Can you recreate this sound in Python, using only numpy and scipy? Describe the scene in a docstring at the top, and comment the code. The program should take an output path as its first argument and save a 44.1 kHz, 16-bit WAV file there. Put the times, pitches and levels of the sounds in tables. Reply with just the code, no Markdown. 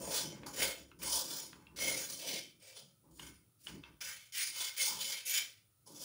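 """A small hard kitchen: a slotted steel spatula stirs dry flour in a wide metal pan on a stove,
heard by a phone just above. Friction of the blade's edge over grit and bare metal is a broadband
force that drives the normal modes of pan and blade. Now and then the blade taps the pan, and heaped
flour thuds dully through pan floor and stove top. The metal sounds reverberate over a faint hiss."""
import sys
import numpy as np
from scipy import signal
from scipy.fft import rfft, irfft, next_fast_len
from scipy.io import wavfile
from scipy.ndimage import uniform_filter1d

SR = 44100
rng = np.random.default_rng(int(sys.argv[2]) if len(sys.argv) > 2 else 0)


def master_out(mix):
    """Clip the mix to full scale and print it as 16-bit PCM to the path in sys.argv[1]."""
    frames = np.transpose(np.atleast_2d(mix))
    ceiling = np.clip(frames, -1, 1)
    pcm = np.round(ceiling * 32767).astype(np.int16)
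    wavfile.write(sys.argv[1], SR, pcm)


N = 266628


def undb(db):
    """Amplitude ratio of a level in decibels."""
    return 10 ** (np.asarray(db) / 20)


def level(x, db=0):
    """Normalisation to an rms level."""
    return x * undb(db) / np.sqrt(np.mean(x ** 2))


def colour(x, spectrum):
    """Spectral shaping by (f/Hz, level/dB) points, joined on a logarithmic frequency axis."""
    hz, db = np.transpose(spectrum)
    size = next_fast_len(len(x))
    log_hz = np.log(np.maximum(np.fft.rfftfreq(size, 1 / SR), 1))
    return irfft(rfft(x, size) * undb(np.interp(log_hz, np.log(hz), db)), size)[:len(x)]


def resonate(x, hz, *widths_hz):
    """Resonance with unit gain at its centre; each further bandwidth in cascade steepens the skirts."""
    for width in widths_hz:
        x = signal.lfilter(*signal.iirpeak(hz, hz / width, fs=SR), x)
    return x


def wander(rate_hz):
    """Random modulation: held values, smoothed twice, with a spread near 1."""
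    hold = int(SR / rate_hz)
    steps = np.repeat(rng.standard_normal(N // hold + 1), hold)
    return 1.37 * uniform_filter1d(uniform_filter1d(steps, hold), hold)[:N]


def per_sample(rows):
    """Linear interpolation of envelopes from millisecond steps to samples."""
    return np.array([np.interp(np.arange(N) / SR, np.arange(len(row)) / 1000, row) for row in rows])


# Spectrum of the background: f/Hz, relative spectral level/dB
HISS_SPECTRUM = [(35, -51.5), (60, -33), (107, -3), (243, -31), (336, -25), (661, -30), (1030, -36),
                 (1130, -34), (1300, -23.5), (1560, -36.5), (3970, -34), (7990, -34.5), (9300, -26.5),
                 (11500, -30), (13000, -41), (15700, -29.5)]

def hiss():
    """Stationary coloured noise: a faint hiss with a low hump."""
    return level(colour(rng.standard_normal(N), HISS_SPECTRUM), db=-73)


def kitchen(x, t60_s=0.28, onset_s=0.0081, gain_db=-8.5):
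    """Reverberation: dense reflections from tiles and steel build up, then decay exponentially."""
    t = np.arange(int(0.6 * SR)) / SR
    dull, bright = rng.standard_normal((2, len(t)))
    dull = signal.lfilter(*signal.butter(1, 5000, fs=SR), dull) * np.exp(-np.log(1000) * t / t60_s)
    bright = bright * np.exp(-np.log(1000) * t / (1.1 * t60_s))
    tail = (dull + 0.47 * bright) * np.minimum(t / onset_s, 1)
    return undb(gain_db) * signal.fftconvolve(x, tail / np.sqrt(np.sum(tail ** 2)))[:N]


# A pan that never lies quite still: level/dB of rumble, boom and drum
SETTLED_DB = [-91.5, -92, -99]
# Flour shoved, pan rocking on the grate: t/s, duration/s, rumble level/dB, boom and drum re rumble/dB
FLOUR_SHOVES = [(0.0, .04, -52, -10.5, -1.5), (0.11, 0.069, -69.5, -9, 13), (0.24, 0.025, -51, -20, -3.5),
                (0.36, 0.041, -59, -11, -7), (0.457, 0.045, -57, -14, 3.5), (0.604, 0.053, -58.5, -7, 6.5),
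                (0.796, 0.14, -67, -4, 1), (1.004, 0.073, -60.5, -1, 2), (1.146, 0.054, -67, -2, 5),
                (1.233, 0.12, -65, -22, 5), (1.454, 0.08, -65, -10, 2), (1.58, 0.066, -68, -10, -1.5),
                (1.694, 0.09, -70, 2, 2.5), (1.794, .04, -60, -6, 3), (1.85, .08, -54.5, -13, 2),
                (2.02, 0.14, -66, -13, 1), (2.263, 0.083, -61, -20, 6.5), (2.516, 0.057, -72, -19, -10),
                (2.837, 0.065, -71, -22, -15), (3.073, 0.078, -69, -3.5, 1),
                (3.192, 0.061, -61.5, -1.5, 1.5), (3.696, 0.084, -56.5, -9, -0.5),
                (3.89, 0.027, -67, -1, -7.5), (4.015, 0.084, -78, 3, -5.5), (4.458, .04, -82.5, 0, 7),
                (4.594, 0.031, -87.5, -5, 15.5), (4.803, .04, -82, 2, 7), (4.916, 0.055, -59, -11.5, -2.5),
                (5.42, 0.018, -81.5, -8, 6.5), (5.903, 0.15, -65.5, -19.5, 1.5)]

def shove_gains(rise_db_per_s=299.5, fall_db_per_s=(81.5, 79, 99)):
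    """Exponential growth and decay of rumble, boom and drum; overlapping shoves add in power."""
    t = np.arange(0, N / SR + 0.002, 0.001)
    power = undb(np.c_[SETTLED_DB]) ** 2
    for start, duration, db, boom_db, drum_db in FLOUR_SHOVES:
        rise = rise_db_per_s * np.maximum(start - t, 0)
        fall = np.outer(fall_db_per_s, np.maximum(t - start - duration, 0))
        power = power + undb(np.c_[[db, db + boom_db, db + drum_db]] - rise - fall) ** 2
    return undb(per_sample(10 * np.log10(power)))


# Spectrum of shifting flour: f/Hz, relative level/dB
FLOUR_SPECTRUM = [(60, -35), (100, -5), (160, 5), (220, 0), (300, -31.5), (900, -57)]

def flour_heaps(floor_hz=299.7, floor_width_hz=97, stove_hz=65.1, stove_width_hz=17):
    """Forced vibration: rumbling heaps drum the pan floor's lowest mode and boom in the stove top."""
    rumble_gain, boom_gain, drum_gain = shove_gains()
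    lumps = undb(2 * wander(30)) * rng.standard_normal(N)
    rumble = colour(lumps, FLOUR_SPECTRUM)
    drum = resonate(lumps, floor_hz, floor_width_hz, 2 * floor_width_hz)
    boom = resonate(rng.standard_normal(N), stove_hz, stove_width_hz, 2 * stove_width_hz)
    return rumble_gain * level(rumble) + drum_gain * level(drum) + boom_gain * level(boom)


# Normal modes of the pan, damped by flour: f/Hz, bandwidth/Hz, relative level/dB
PAN_MODES = [(554, 120, -4), (845, 55, -10), (1520, 100, -10), (2150, 42, -2), (2340, 52, -3),
             (3130, 190, -3), (3440, 99, -3), (4450, 59, -5), (5050, 300, -2), (5360, 34, -4),
             (5920, 180, -2), (6690, 66, 0), (7790, 75, -8), (8720, 85, -3), (9640, 180, -3),
             (10700, 190, -7), (11400, 100, -13), (11800, 62, -12), (12300, 48, -16), (12900, 150, -14),
             (13200, 93, -17), (14200, 69, -11)]

def pan_response(force):
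    """Modal superposition: the struck pan answers with the sum of its resonances."""
    return sum(undb(db) * resonate(force, hz, width) for hz, width, db in PAN_MODES)


# Blade on pan: t/s, relative level/dB, clack f/Hz, wall knock weight/dB, contact decay time/s
BLADE_TAPS = [(0.4335, -53.5, 2150, 2, 0.005), (0.4662, -47, 4500, -3.5, 0.0045),
              (0.606, -35, 2130, -20, 0.00094), (0.622, -29, 2250, -29, 0.0029),
              (0.915, -62.5, 2150, 5, 0.0053), (1.0183, -46, 2440, -12, 0.0051),
              (1.5302, -56.5, 2500, 4.5, 0.0037), (1.6688, -53, 2700, -23, 0.0026),
              (1.788, -38.5, 4280, -10, 0.0039), (2.7688, -52.5, 4210, -9.5, 0.0082),
              (3.1953, -42, 2880, -3, 0.0023), (3.67, -35.5, 2970, -25, 0.002),
              (3.8372, -47, 2640, -16, 0.0038), (4.0118, -44, 2400, -40, 0.0018),
              (4.013, -43, 5400, -30, 0.0027), (4.0395, -55, 3000, -20, 0.0025),
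              (4.114, -46, 5200, -27, 0.003), (4.3552, -43.5, 2860, -36, 0.0019)]

def blade_taps(wall_hz=1300, ping_decay_s=0.004):
    """Impact excitation: a brief rough contact makes the blade clack, the wall knock and the pan ring."""
    t = np.arange(int(0.046 * SR)) / SR
    force, clacks = np.zeros((2, N + len(t)))
    for start, db, hz, wall_db, contact_s in BLADE_TAPS:
        span = slice(int(start * SR), int(start * SR) + len(t))
        contact = undb(db) * rng.standard_normal(len(t)) * np.exp(-t / contact_s)
        clack = resonate(contact, hz, 700, 1500)
        ping = undb(db - 9.5) * np.sin(2 * np.pi * hz * t) * np.exp(-t / ping_decay_s)
        knock = undb(wall_db + 5) * resonate(contact, wall_hz, 930, 2000)
        force[span] += contact
        clacks[span] += clack + ping + knock
    soft_force = signal.sosfilt(signal.butter(4, [900, 4200], "band", fs=SR, output="sos"), force[:N])
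    return undb(11) * clacks[:N] + undb(-1.5) * soft_force + undb(-6) * pan_response(soft_force)


# Spectral regions of a stroke (bowl, wall, rim, low ring, high ring, rasp, edge): f/Hz
REGION_HZ = [530, 950, 1500, 2200, 3300, 5700, 11000]

def drive_db(envelopes, hz):
    """Interpolation in log frequency: the stroke level between the two nearest regions."""
    place = np.interp(np.log(hz), np.log(REGION_HZ), np.arange(len(REGION_HZ)))
    below = min(int(place), len(REGION_HZ) - 2)
    share = place - below
    return (1 - share) * envelopes[below] + share * envelopes[below + 1]


# Fade of each region once the blade lifts: rate/(dB/s)
LIFT_DB_PER_S = [156, 166.5, 165, 169, 167, 178.4, 200]
# Pushes of the blade: t/s, rise/s, hold/s, touch-down level/dB, top level/dB,
# then level/dB re the rasp of bowl drone, wall hum, low ring, high ring and edge sizzle
BLADE_STROKES = [(0.0, 0.12, 0.012, -55.5, -43, 14, 9, -3, -4.5, 5),
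                 (0.102, 0.067, 0.024, -45.5, -34.5, -5, 2, -9.5, -1, -0.5),
                 (0.299, 0.039, 0.14, -75, -70, 23.5, 22, 11, 2, -6),
                 (0.462, 0.0028, 0.0079, -51, -49.5, 4, 19.5, -8.5, -5.5, 3),
                 (0.531, .1, 0.02, -56.5, -35.5, 7, 1, 4, 2, 4.5),
                 (0.989, 0.051, 0.039, -61, -43, -2.5, 8.5, -1.5, -2, 5),
                 (1.048, 0.085, 0.056, -44.5, -31.5, -8, 5.5, -25, -8, -0.5),
                 (1.233, 0.083, 0.12, -47, -42.5, -3.5, 2, -11, -3, 2.5),
                 (1.761, 0.069, 0.14, -51.5, -35.5, 1.5, -5.5, -1, -1, 0.5),
                 (1.52, .03, 0.3, -85, -81, 21, 34.5, 13, -2, 5),
                 (1.953, 0.063, 0.047, -57, -45.5, 0, -2, -4.5, -3.5, 3.5),
                 (2.09, 0.039, 0.047, -47, -44, -5, -3, -11, -4.5, 2),
                 (2.19, 0.12, 0.063, -53, -42, 2.5, -20, 1.5, 5.5, 1.5),
                 (2.598, 0.046, 0.067, -68.5, -57.5, 1, -13, 0.5, 0.5, 0),
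                 (2.708, 0.062, 0.0083, -66, -52, 3, -2, -13.5, -1, -3.5),
                 (3.03, 0.024, 0.041, -98, -90, 27.5, 38.5, -6, -5, 8),
                 (3.11, 0.055, 0.023, -79, -66, 4, -1, -17, -4, 8),
                 (3.183, .01, .1, -71, -59, -5, 11, 5.5, 0.5, 5.5),
                 (3.587, 0.068, .02, -76.5, -62, -16, -30, -3, -2, 8),
                 (3.665, 0.0032, 0.021, -56, -52.5, -2, 13, 4.5, 0, -1),
                 (3.833, .004, 0.016, -69, -68, 11, 28, 13, 9.5, -23),
                 (4.006, .004, 0.11, -51, -45.5, -10, -1, 7.5, 1, 3.5),
                 (4.127, 0.037, 0.086, -65, -61, -9, -7, 3, 4, 5),
                 (4.322, 0.056, 0.038, -52.5, -40.5, -25, -13, 8, 3.5, 4.5),
                 (4.386, 0.043, 0.045, -49, -39, -16, -12, -5, -1.5, -0.5),
                 (4.522, 0.097, 0.041, -53.5, -40, -11.5, 0, -1, 4.5, 2.5),
                 (4.765, 0.039, 0.024, -48.5, -38, -4.5, -11, 6, 3, 6),
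                 (4.813, 0.042, 0.034, -37.5, -34, -16, -8, -19, -2, 2),
                 (4.865, 0.037, 0.026, -60, -51, 6, 19.5, -4.5, -8, -5),
                 (4.945, 0.072, 0.12, -61.5, -40.5, -4, -5, -3, 3, 3),
                 (5.113, 0.025, 0.01, -55, -46, -16, -3, 6.5, 8.5, 5),
                 (5.252, 0.021, 0.023, -52, -39, -9.5, -23, 4, 0, 5),
                 (5.291, 0.054, 0.013, -46.5, -35.5, -10, -10.5, 6.5, 3, 5.5),
                 (5.858, 0.021, 0.12, -73.5, -60, 13.5, 14.5, -16, -4, 5.5),
                 (5.948, 0.096, .02, -59, -46.5, 6, 0, -14, -2.5, 3)]

def stroke_envelopes(rise_bend=1.31, sag_db_per_s=42.5):
    """Incoherent sum of pushes, in dB per region: each swells, sags while held and fades on lifting."""
    t = np.arange(0, N / SR + 0.002, 0.001)
    power = 1e-14
    for start, rise, hold, touch_db, top_db, bowl, wall, low_ring, high_ring, edge in BLADE_STROKES:
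        age = t - start
        swell = (touch_db - top_db) * np.clip(1 - age / rise, 0, 1) ** rise_bend
        sag = sag_db_per_s * np.clip(age - rise, 0, hold)
        lift = np.outer(LIFT_DB_PER_S, np.maximum(age - rise - hold, 0))
        rim = 2.5 + 0.61 * low_ring + 0.39 * wall  # the rim follows its neighbours
        tint = np.c_[[bowl, wall, rim, low_ring, high_ring, 0, edge]]
        power = power + (age >= 0) * undb(top_db + swell - sag - lift + tint) ** 2
    return per_sample(10 * np.log10(power))


def friction(scatter_db, judder_db):
    """Dry friction: dense tiny catches of uneven size, bunched by the judder of the edge."""
    size = undb(scatter_db * rng.exponential(size=N) + judder_db * wander(120))
    return level(size * rng.standard_normal(N))


# Spectrum of the grating between the modes: f/Hz, relative level/dB
GRIT_SPECTRUM = [(240, -45.5), (400, -5), (552, -1.5), (670, -15), (800, -13.5), (1330, -5), (2100, -2.5),
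                 (3760, -1.5), (5040, 3), (8240, -4.5), (9750, -4.5), (13500, -16), (15700, -6.5)]

def grating(envelopes):
    """Broadband friction noise: each third-octave band follows the strokes and flickers on its own."""
    noise = colour(friction(scatter_db=2, judder_db=3), GRIT_SPECTRUM)
    sound = 0
    for hz in 420 * 2 ** np.arange(0, 5.4, 1 / 3):
        band = signal.butter(3, [hz * 2 ** (-1 / 6), hz * 2 ** (1 / 6)], "band", fs=SR, output="sos")
        sound += signal.sosfilt(band, noise) * undb(drive_db(envelopes, hz) + 1.6 * wander(18))
    return sound


def wall_modes(count):
    """Constant modal density of a thin wall: weak high modes as (f/Hz, bandwidth/Hz, level/dB)."""
    offset, weakness = rng.random((count, 2)).T
    hz = 3600 + 11300 * (np.arange(count) + offset) / count
    grit_hz, grit_db = np.transpose(GRIT_SPECTRUM)
    db = np.interp(np.log(hz), np.log(grit_hz), grit_db) - 9 - 6 * weakness
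    return list(zip(hz, 30 + 0.0044 * hz, db))


# Normal modes of the blade: f/Hz, bandwidth/Hz, relative level/dB
BLADE_MODES = [(558.6, 5.9, -3), (994, 71, -14), (2230, 9.2, -11.5), (2670, 92, -6.5), (2992, 51, -2),
               (3500, 12, -4.5), (4180, 23, 1.5), (4343, 29, -5), (4890, 11, 1.5), (6966, 140, -0.5)]

def scraped_metal(envelopes):
    """Forced resonance: friction drives the modes, each waxing and waning as the contact point moves."""
    force = friction(scatter_db=2.5, judder_db=2.5)
    sound = 0
    for hz, width, db in PAN_MODES + BLADE_MODES + wall_modes(count=36):
        gain = undb(db + drive_db(envelopes, hz) + 3.35 * wander(12))
        polarity = rng.choice([-1, 1])
        sound += resonate(force * gain * polarity, hz, width, 8 * width)  # deep valleys between modes
    return sound


def scene():
    """Superposition of scraping and taps, their reverberation, the flour and the hiss."""
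    envelopes = stroke_envelopes()
    scrape = undb(8.5) * scraped_metal(envelopes) + undb(1.5) * grating(envelopes)
    pan = scrape + blade_taps()
    return (hiss() + kitchen(pan) + flour_heaps() + pan)[None]


def record(dry, port_hz=15200, port_width_hz=520, cutoff_hz=15720):
    """Resonance of the microphone port lifts the extreme treble; the phone's steep low-pass follows."""
    heard = dry + undb(6.5) * resonate(dry, port_hz, port_width_hz)
    return signal.sosfilt(signal.ellip(12, 0.3, 60, cutoff_hz, fs=SR, output="sos"), heard)


dry = scene()
out = record(dry)
master_out(out)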